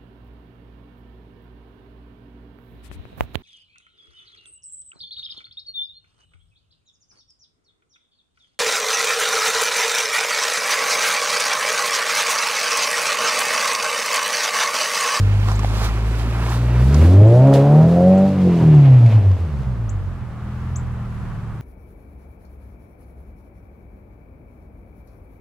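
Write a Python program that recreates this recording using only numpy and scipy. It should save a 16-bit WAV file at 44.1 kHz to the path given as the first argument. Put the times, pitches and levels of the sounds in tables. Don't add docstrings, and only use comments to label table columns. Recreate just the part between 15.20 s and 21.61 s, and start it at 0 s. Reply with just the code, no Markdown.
import sys
import numpy as np
from scipy import signal
from scipy.fft import rfft, irfft, next_fast_len
from scipy.io import wavfile
from scipy.ndimage import uniform_filter1d, map_coordinates

SR = 44100
rng = np.random.default_rng(int(sys.argv[2]) if len(sys.argv) > 2 else 0)


def waveform_to_disk(signal):
    frames = np.transpose(np.atleast_2d(signal))
    scaled = np.clip(frames, -1, 1) * 32767
    samples = np.round(scaled).astype(np.int16)
    wavfile.write(sys.argv[1], SR, samples)


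N = 282681

# time_s, crunch_db, scuff_db, thrown_snow_db, fine_spray_db
TYRE_LEVELS = [(0, -42, -41.5, -46, -63), (1.2, -37, -42, -45, -53), (1.96, -42, -44.5, -49.5, -57.5),
               (2.6, -39.5, -50, -49.5, -61), (3.4, -46, -45, -48.5, -69), (3.96, -48, -46.5, -54, -73.5),
               (4.1, -54.5, -49.5, -56, -71), (4.6, -50, -61, -65, -72.5), (6.41, -47, -64.5, -83, -69)]
# peak_s, rise_s, fall_s, crunch_lift_db, scuff_lift_db, snow_and_spray_lift_db
SNOW_PATCHES = [(0.3, 0.073, 0.082, 7.5, -6, 6.5), (0.65, 0.22, 0.064, 9, 2.5, 12),
                (1.0, 0.027, 0.044, 6, 5.5, 4), (1.34, 0.17, 0.067, 7, 3, 7.5),
                (1.86, 0.34, 0.11, 4.5, 3, 9), (2.34, .015, 0.1, 0, 9, 15), (3.41, 0.017, 0.049, 10, -1, 0),
                (3.66, .03, 0.045, 4, 7, -2), (3.92, 0.069, 0.094, 4, 6, 5)]


def undb(db):
    return 10 ** (np.asarray(db) / 20)


def curves(table):
    s, *columns = np.transpose(table)
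    return [np.interp(np.arange(N) / SR, s, c) for c in columns]


def on_log(hz, table, column=1):
    table = np.array(table, float)
    return np.interp(np.log(np.maximum(hz, 1)), np.log(table[:, 0]), table[:, column])


def swells(rows):
    t = np.arange(N) / SR
    total = 0
    for s, rise_s, fall_s, *db in rows:
        triangle = np.interp(t, [s - rise_s, s, s + fall_s], [0, 1, 0])
        total = total + np.outer(db, triangle)
    return total


def walk(rate_hz):
    k = int(SR / rate_hz)
    held = np.repeat(rng.standard_normal(N // k + 1), k)
    return 2.0 * uniform_filter1d(uniform_filter1d(held, k), k)[:N]


def band(x, lo_hz, hi_hz, order=2):
    sos = signal.butter(order, [lo_hz, min(hi_hz, .45 * SR)], "band", fs=SR, output="sos")
    y = signal.sosfilt(sos, x)
    return y / np.sqrt(np.mean(y ** 2))


def noise_band(lo_hz, hi_hz, order=2):
    return band(rng.standard_normal(N), lo_hz, hi_hz, order)


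def high_pass(order, hz):
    return signal.butter(order, hz, "high", fs=SR, output="sos")


def ports(make, spread=1):
    likeness = [(300, .999), (1400, 0.93), (3100, 0.74), (6800, 0.3), (15000, 0.1)]  # frequency_hz, share_0_to_1 at spread 1
    size = next_fast_len(N, real=True)
    like = np.clip(on_log(np.fft.rfftfreq(size, 1 / SR), likeness), 0, 1) ** spread
    mid = rfft(make(), size) * np.sqrt((1 + like) / 2)
    side = rfft(make(), size) * np.sqrt((1 - like) / 2)
    return np.array([irfft(mid + side, size), irfft(mid - side, size)])[:, :N]


def grit(per_s, spread_db):
    sizes = undb(spread_db * rng.exponential(size=N)) * rng.standard_normal(N)
    clicks = (rng.random(N) < per_s / SR) * sizes
    return clicks + 0.41 * rng.standard_normal(N)


def tyres():
    crunch_depth = [(0, -6.5), (2.6, -12), (3.4, 5), (4.3, 4), (5.0, -22)]
    crunch_db, scuff_db = curves(TYRE_LEVELS)[:2] + swells(SNOW_PATCHES)[:2]
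    depth_db, = curves(crunch_depth)

    def draw():
        bright = band(grit(4000, 1.82), 658, 1460)
        deep = undb(depth_db) * band(grit(2000, 1.9), 600, 1050)
        scuff = undb(scuff_db) * band(grit(4000, 2.0), 1500, 2910)
        return undb(1.0 * walk(24.87)) * (undb(crunch_db) * (bright + deep) + scuff)

    return ports(draw)


def thrown_snow():
    snow_db, spray_db = curves(TYRE_LEVELS)[2:] + swells(SNOW_PATCHES)[2]

    def draw():
        snow = undb(snow_db) * band(grit(6000, 1.8), 2700, 5300, order=1)
        spray = undb(spray_db) * band(grit(6000, 1.8), 5900, 12000)
        return undb(0.91 * walk(29.85)) * (snow + spray)

    return ports(draw)


def exhaust(half_tilt_db=-2.0, weak_tilt_db=-5.0, muffler_hz=240, muffle_db=25):
    # time_s, firing_rate_hz
    revs = [(0, 49.48), (0.77, 54.53), (1.34, 58.76), (1.61, 61.37), (1.78, 75.23), (2.0, 101.4),
            (2.12, 117.4), (2.28, 137.6), (2.39, 136.9), (2.55, 149.6), (2.71, 170.5), (2.77, 174.9),
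            (2.91, 187.9), (3.05, 193.1), (3.14, 192.9), (3.28, 179), (3.8, 121.3), (4.1, 93.9),
            (4.37, 68.55), (4.78, 47.96), (5.09, 39.05), (5.52, 42.28), (6.18, 36.54), (6.41, 37.25)]
    # time_s, firing_line_db, second_multiple_db, bark_of_higher_multiples_db
    line_levels = [(0, -21.5, -12.5, -36), (0.7, -20.5, -26, -35.5), (1.4, -21, -20.5, -35),
                   (1.75, -11, -14, -24), (2.0, -5.5, -26.5, -17.5), (2.12, -7.5, -39.5, -17),
                   (2.28, -7.5, -16, -17.5), (2.44, -12.5, -21, -19.5), (2.6, -5.5, -33, -26.5),
                   (2.68, -9, -39, -28.5), (2.8, -7.5, -28, -13.5), (3.05, -12, -30, -17),
                   (3.14, -21, -60, -34.5), (3.27, -9, -27, -35.5), (3.5, -7, -27, -40.5),
                   (3.75, -7.5, -30.5, -40), (4.08, -11, -37, -38.5), (4.19, -19, -42, -55),
                   (4.27, -25, -27, -45), (4.4, -25, -27, -33.5), (4.78, -30, -23.5, -39.5),
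                   (5.09, -46, -40, -34.5), (5.52, -34.5, -27.5, -29), (6.41, -42, -48, -31)]
    # frequency_hz, gain_db
    tailpipe = [(30, -33.5), (60, -17), (120, 1), (210, -2.5), (270, -5), (400, -7.5), (600, -3),
                (800, -11), (1000, -25.5), (1500, -45)]
    # time_s, uneven_bank_lines_db, weak_cylinder_lines_db
    uneven = [(0, -52, -53), (1.6, -54, -41), (2.1, -25.5, -25), (2.4, -23.5, -31.5), (2.7, -19, -21.5),
              (3.1, -20.5, -25), (3.25, -20.5, -24), (3.5, -21.5, -23), (3.8, -31.5, -32.5),
              (4.2, -45, -39.5), (6.41, -52, -36)]
    # peak_s, half_length_s, lift_db
    burbles = [(1.827, .08, 19), (2.02, .04, 16), (2.653, 0.046, 11), (3.273, 0.05, 9), (3.43, .04, 9.5)]
    # time_s, db_per_multiple
    bark_slope = [(0, -0.5), (1.8, -4), (2.15, -2), (2.65, 2), (2.75, -5), (3.3, -0.5), (3.6, 3), (4.4, -5),
                  (6.41, -5)]
    hollow_hz, hollow_octaves, hollow_db = 166.6, 0.092, -7
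    rasp_db = -9
    idle_calm = 0.53
    waver_db, upper_waver_db, rough_db = .9, 2., 1.2

    hz, = curves(revs)
    *first_db, bark_db = curves(line_levels)
    slope_db, = curves(bark_slope)
    half_db, weak_db = curves(uneven)
    weak_db = weak_db + swells([(s, half, half, db) for s, half, db in burbles])[0]
    turn = 2 * np.pi * np.cumsum(hz) / SR
    gentle = np.clip((75 - hz) / 25, 0, 1)
    tone = 0
    for quarter in range(2, 37):
        k = quarter / 4
        muffled = gentle * np.clip(np.log2(k * hz / muffler_hz) / 0.12, 0, 1)
        colour = on_log(k * hz, tailpipe) - muffle_db * muffled
        if k in (1, 2):
            db = first_db[int(k) - 1]
        elif quarter % 4 == 0:
            db = bark_db + colour + slope_db * (k - 3)
        elif quarter % 2 == 0:
            low_half_db = half_db + half_tilt_db * k
            high_half_db = bark_db + rasp_db + slope_db * (k - 3)
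            db = colour + (low_half_db if k < 3 else high_half_db)
        else:
            db = weak_db + colour + weak_tilt_db * k
        if k > 4 and quarter % 2 == 0:
            db = db + 3.4 * gentle * np.exp(-(np.log2(k * hz / 200) / 0.11) ** 2)
        db = db + hollow_db * np.exp(-(np.log2(k * hz / hollow_hz) / hollow_octaves) ** 2)
        waver = waver_db * walk(20) if k in (1, 2, 3, 4) else upper_waver_db * walk(12)
        flutter = (k > 2) * rough_db * walk(60)
        db = db + (waver + flutter) * (1 - idle_calm * gentle)
        tone = tone + np.sqrt(2) * undb(db) * np.sin(k * turn + rng.uniform(0, 2 * np.pi))
    return tone, turn


def exhaust_gas(turn):
    # time_s, rumble_db, gas_rush_db (heard 7.5 dB lower)
    gas_levels = [(0, -36, -38), (1.3, -31.5, -37.5), (1.86, -28.5, -21.5), (2.07, -38, -23.5),
                  (2.35, -35, -15), (2.9, -38, -23.5), (3.21, -32.5, -31), (3.4, -38.5, -26.5),
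                  (3.96, -35.5, -32.5), (4.2, -45.5, -35.5), (6.41, -45, -57)]
    rumble_db, rush_db = curves(gas_levels)
    puff = 1 + 0.37 * np.cos(turn)

    def draw():
        rumble = undb(rumble_db) * noise_band(69, 358.0)
        rush = undb(rush_db - 7.5) * noise_band(260, 652)
        return puff * (rumble + rush)

    return ports(draw)


def air():
    air_colour = [(15, -35.5), (25, -21.5), (66, 7), (129, -1.5), (188, -11), (274, -18.5), (523, -21),
                  (1170, -15.5), (3630, -36.5), (15500, -52.5)]
    level_db = -36
    size = next_fast_len(N, real=True)
    gain = undb(on_log(np.fft.rfftfreq(size, 1 / SR), air_colour))

    def draw():
        return irfft(rfft(rng.standard_normal(size)) * gain, size)[:N]

    out = ports(draw, spread=6.3)
    return out * undb(level_db + 1.0 * walk(4.0)) / np.sqrt(np.mean(out ** 2))


def breeze(left_db=-9):
    wind = [(0, -35), (2.3, -42), (3.1, -63), (3.7, -35), (5.9, -36), (6.41, -34)]  # time_s, right_port_db before puffs
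    wind_db, = curves(wind)
    puffs = []
    for port_db in (left_db, 0):
        puff_db = 6.4 * np.tanh(walk(11.0))
        puffs.append(undb(port_db + wind_db + puff_db) * noise_band(32, 120, order=3))
    return np.array(puffs)


def cracks(knock_s=0.0031, snap_s=0.0048):
    # start_s, knock_peak_db before decay and grain, knock_hz, snap_db before 1.34x gain
    crack_events = [(0.285, -16, 1100, -39), (0.316, -20, 1040, -35), (0.393, -20.5, 1110, -35),
                    (0.432, -19.5, 860, -53), (0.446, -14, 740, -51), (0.497, -26, 900, -47),
                    (0.54, -25, 990, -51), (0.617, -19.5, 750, -46), (0.689, -22.5, 1310, -49),
                    (0.99, -35, 1205, -46), (1.225, -23, 1020, -51), (1.264, -23, 1060, -50),
                    (1.286, -22, 1100, -49), (1.319, -22, 900, -45), (1.744, -23, 1060, -29.5),
                    (2.272, -24, 993, -48.5), (2.339, -27, 1050, -33), (3.389, -29, 847, -65),
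                    (3.862, -30, 2260, -45), (4.115, -32.5, 1096, -51)]
    low, high, t = np.zeros(N), np.zeros(N), np.arange(2000) / SR
    for s, db, knock_hz, snap_db in crack_events:
        i = int(s * SR)
        low[i:i + 2000] += undb(db) * np.exp(-t / knock_s) * np.sin(2 * np.pi * knock_hz * t)
        high[i:i + 2000] += undb(snap_db) * np.exp(-t / snap_s)
    grain = 1 + .5 * noise_band(200, 2100)
    return low * grain + ports(lambda: 1.34 * high * noise_band(3100, 7100))


def bird(start_hz=5500, rise_s=0.0058, octave_db=-32, pan_db=5.0, tail_db=-9, tail_s=0.026):
    chips = [(0.355, -39.5, 8060, 0.016), (1.295, -42, 8050, 0.016), (2.0717, -53, 7990, 0.021),
             (2.977, -49.5, 8045, 0.019), (4.6936, -38.5, 8180, 0.015), (5.5598, -33, 8010, 0.018)]
    dry_chips = np.zeros(N)
    for s, db, top_hz, length_s in chips:
        t = np.arange(int(length_s * SR)) / SR
        hz = top_hz - (top_hz - start_hz) * np.exp(-t / rise_s)
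        turn = 2 * np.pi * np.cumsum(hz) / SR
        shape = np.clip(t / 0.00099, 0, 1) * np.clip((length_s - t) / 0.0086, 0, 1)
        whistle = np.sin(turn) + undb(octave_db) * np.sin(2 * turn)
        i = int((s - .002) * SR)
        dry_chips[i:i + len(t)] += undb(db) * shape * whistle
    t = np.arange(SR // 4) / SR
    echo = rng.standard_normal((2, len(t))) * np.exp(-t / tail_s) * (t > .003)
    echo *= undb(tail_db) / np.sqrt(np.sum(echo ** 2, axis=1, keepdims=True))
    echo[:, 0] = undb([pan_db / 2, -pan_db / 2])
    echo[:, int(.004 * SR)] += .4
    return signal.fftconvolve(dry_chips[None], echo, axes=1)[:, :N]


def wall_echo(tone):
    wall_delay = [(3.91, 99.1), (4.02, 99.4), (4.175, 104.4), (4.48, 106.9), (4.75, 115.4), (5.1, 125)]  # time_s, delay_ms
    from_s, until_s, ramp_s = 3.72, 4.98, 0.25
    low_hz, level_db = 78, -6
    late_ms, = curves(wall_delay)
    echo = map_coordinates(tone, [np.arange(N) - late_ms * SR / 1000], order=1)
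    echo = signal.sosfiltfilt(high_pass(2, low_hz), echo)
    t = np.arange(N) / SR
    heard = np.clip(np.minimum(t - from_s, until_s - t) / ramp_s, 0, 1)
    return undb(level_db) * heard * echo


def at_ports(car):
    bearing = [(0, .1), (1.2, 0.069), (2.2, 0.0049), (3.6, 0.0044), (6.41, .012)]  # time_s, left_port_delay_ms
    late_ms, = curves(bearing)
    shade = np.clip(0.14 + 4.5 * late_ms, 0, .9)
    treble = signal.sosfilt(high_pass(1, 1800), car)
    left, right = car + shade * treble * np.array([[-1], [.7]])
    left = map_coordinates(left, [np.arange(N) - late_ms * SR / 1000], order=3, mode="nearest")
    return np.array([left, right])


def scene():
    tone, turn = exhaust()
    car = tone + wall_echo(tone) + exhaust_gas(turn) + tyres() + thrown_snow() + cracks()
    return at_ports(car) + air() + breeze() + bird()


def record(dry):
    knee, room, top_hz = .6, .3, 15750
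    over = np.maximum(np.abs(dry) - knee, 0)
    rounded = dry - np.sign(dry) * (over - room * np.tanh(over / room))
    return signal.sosfilt(signal.ellip(10, .2, 80, top_hz, fs=SR, output="sos"), rounded)


dry = scene()
out = record(dry)
waveform_to_disk(out)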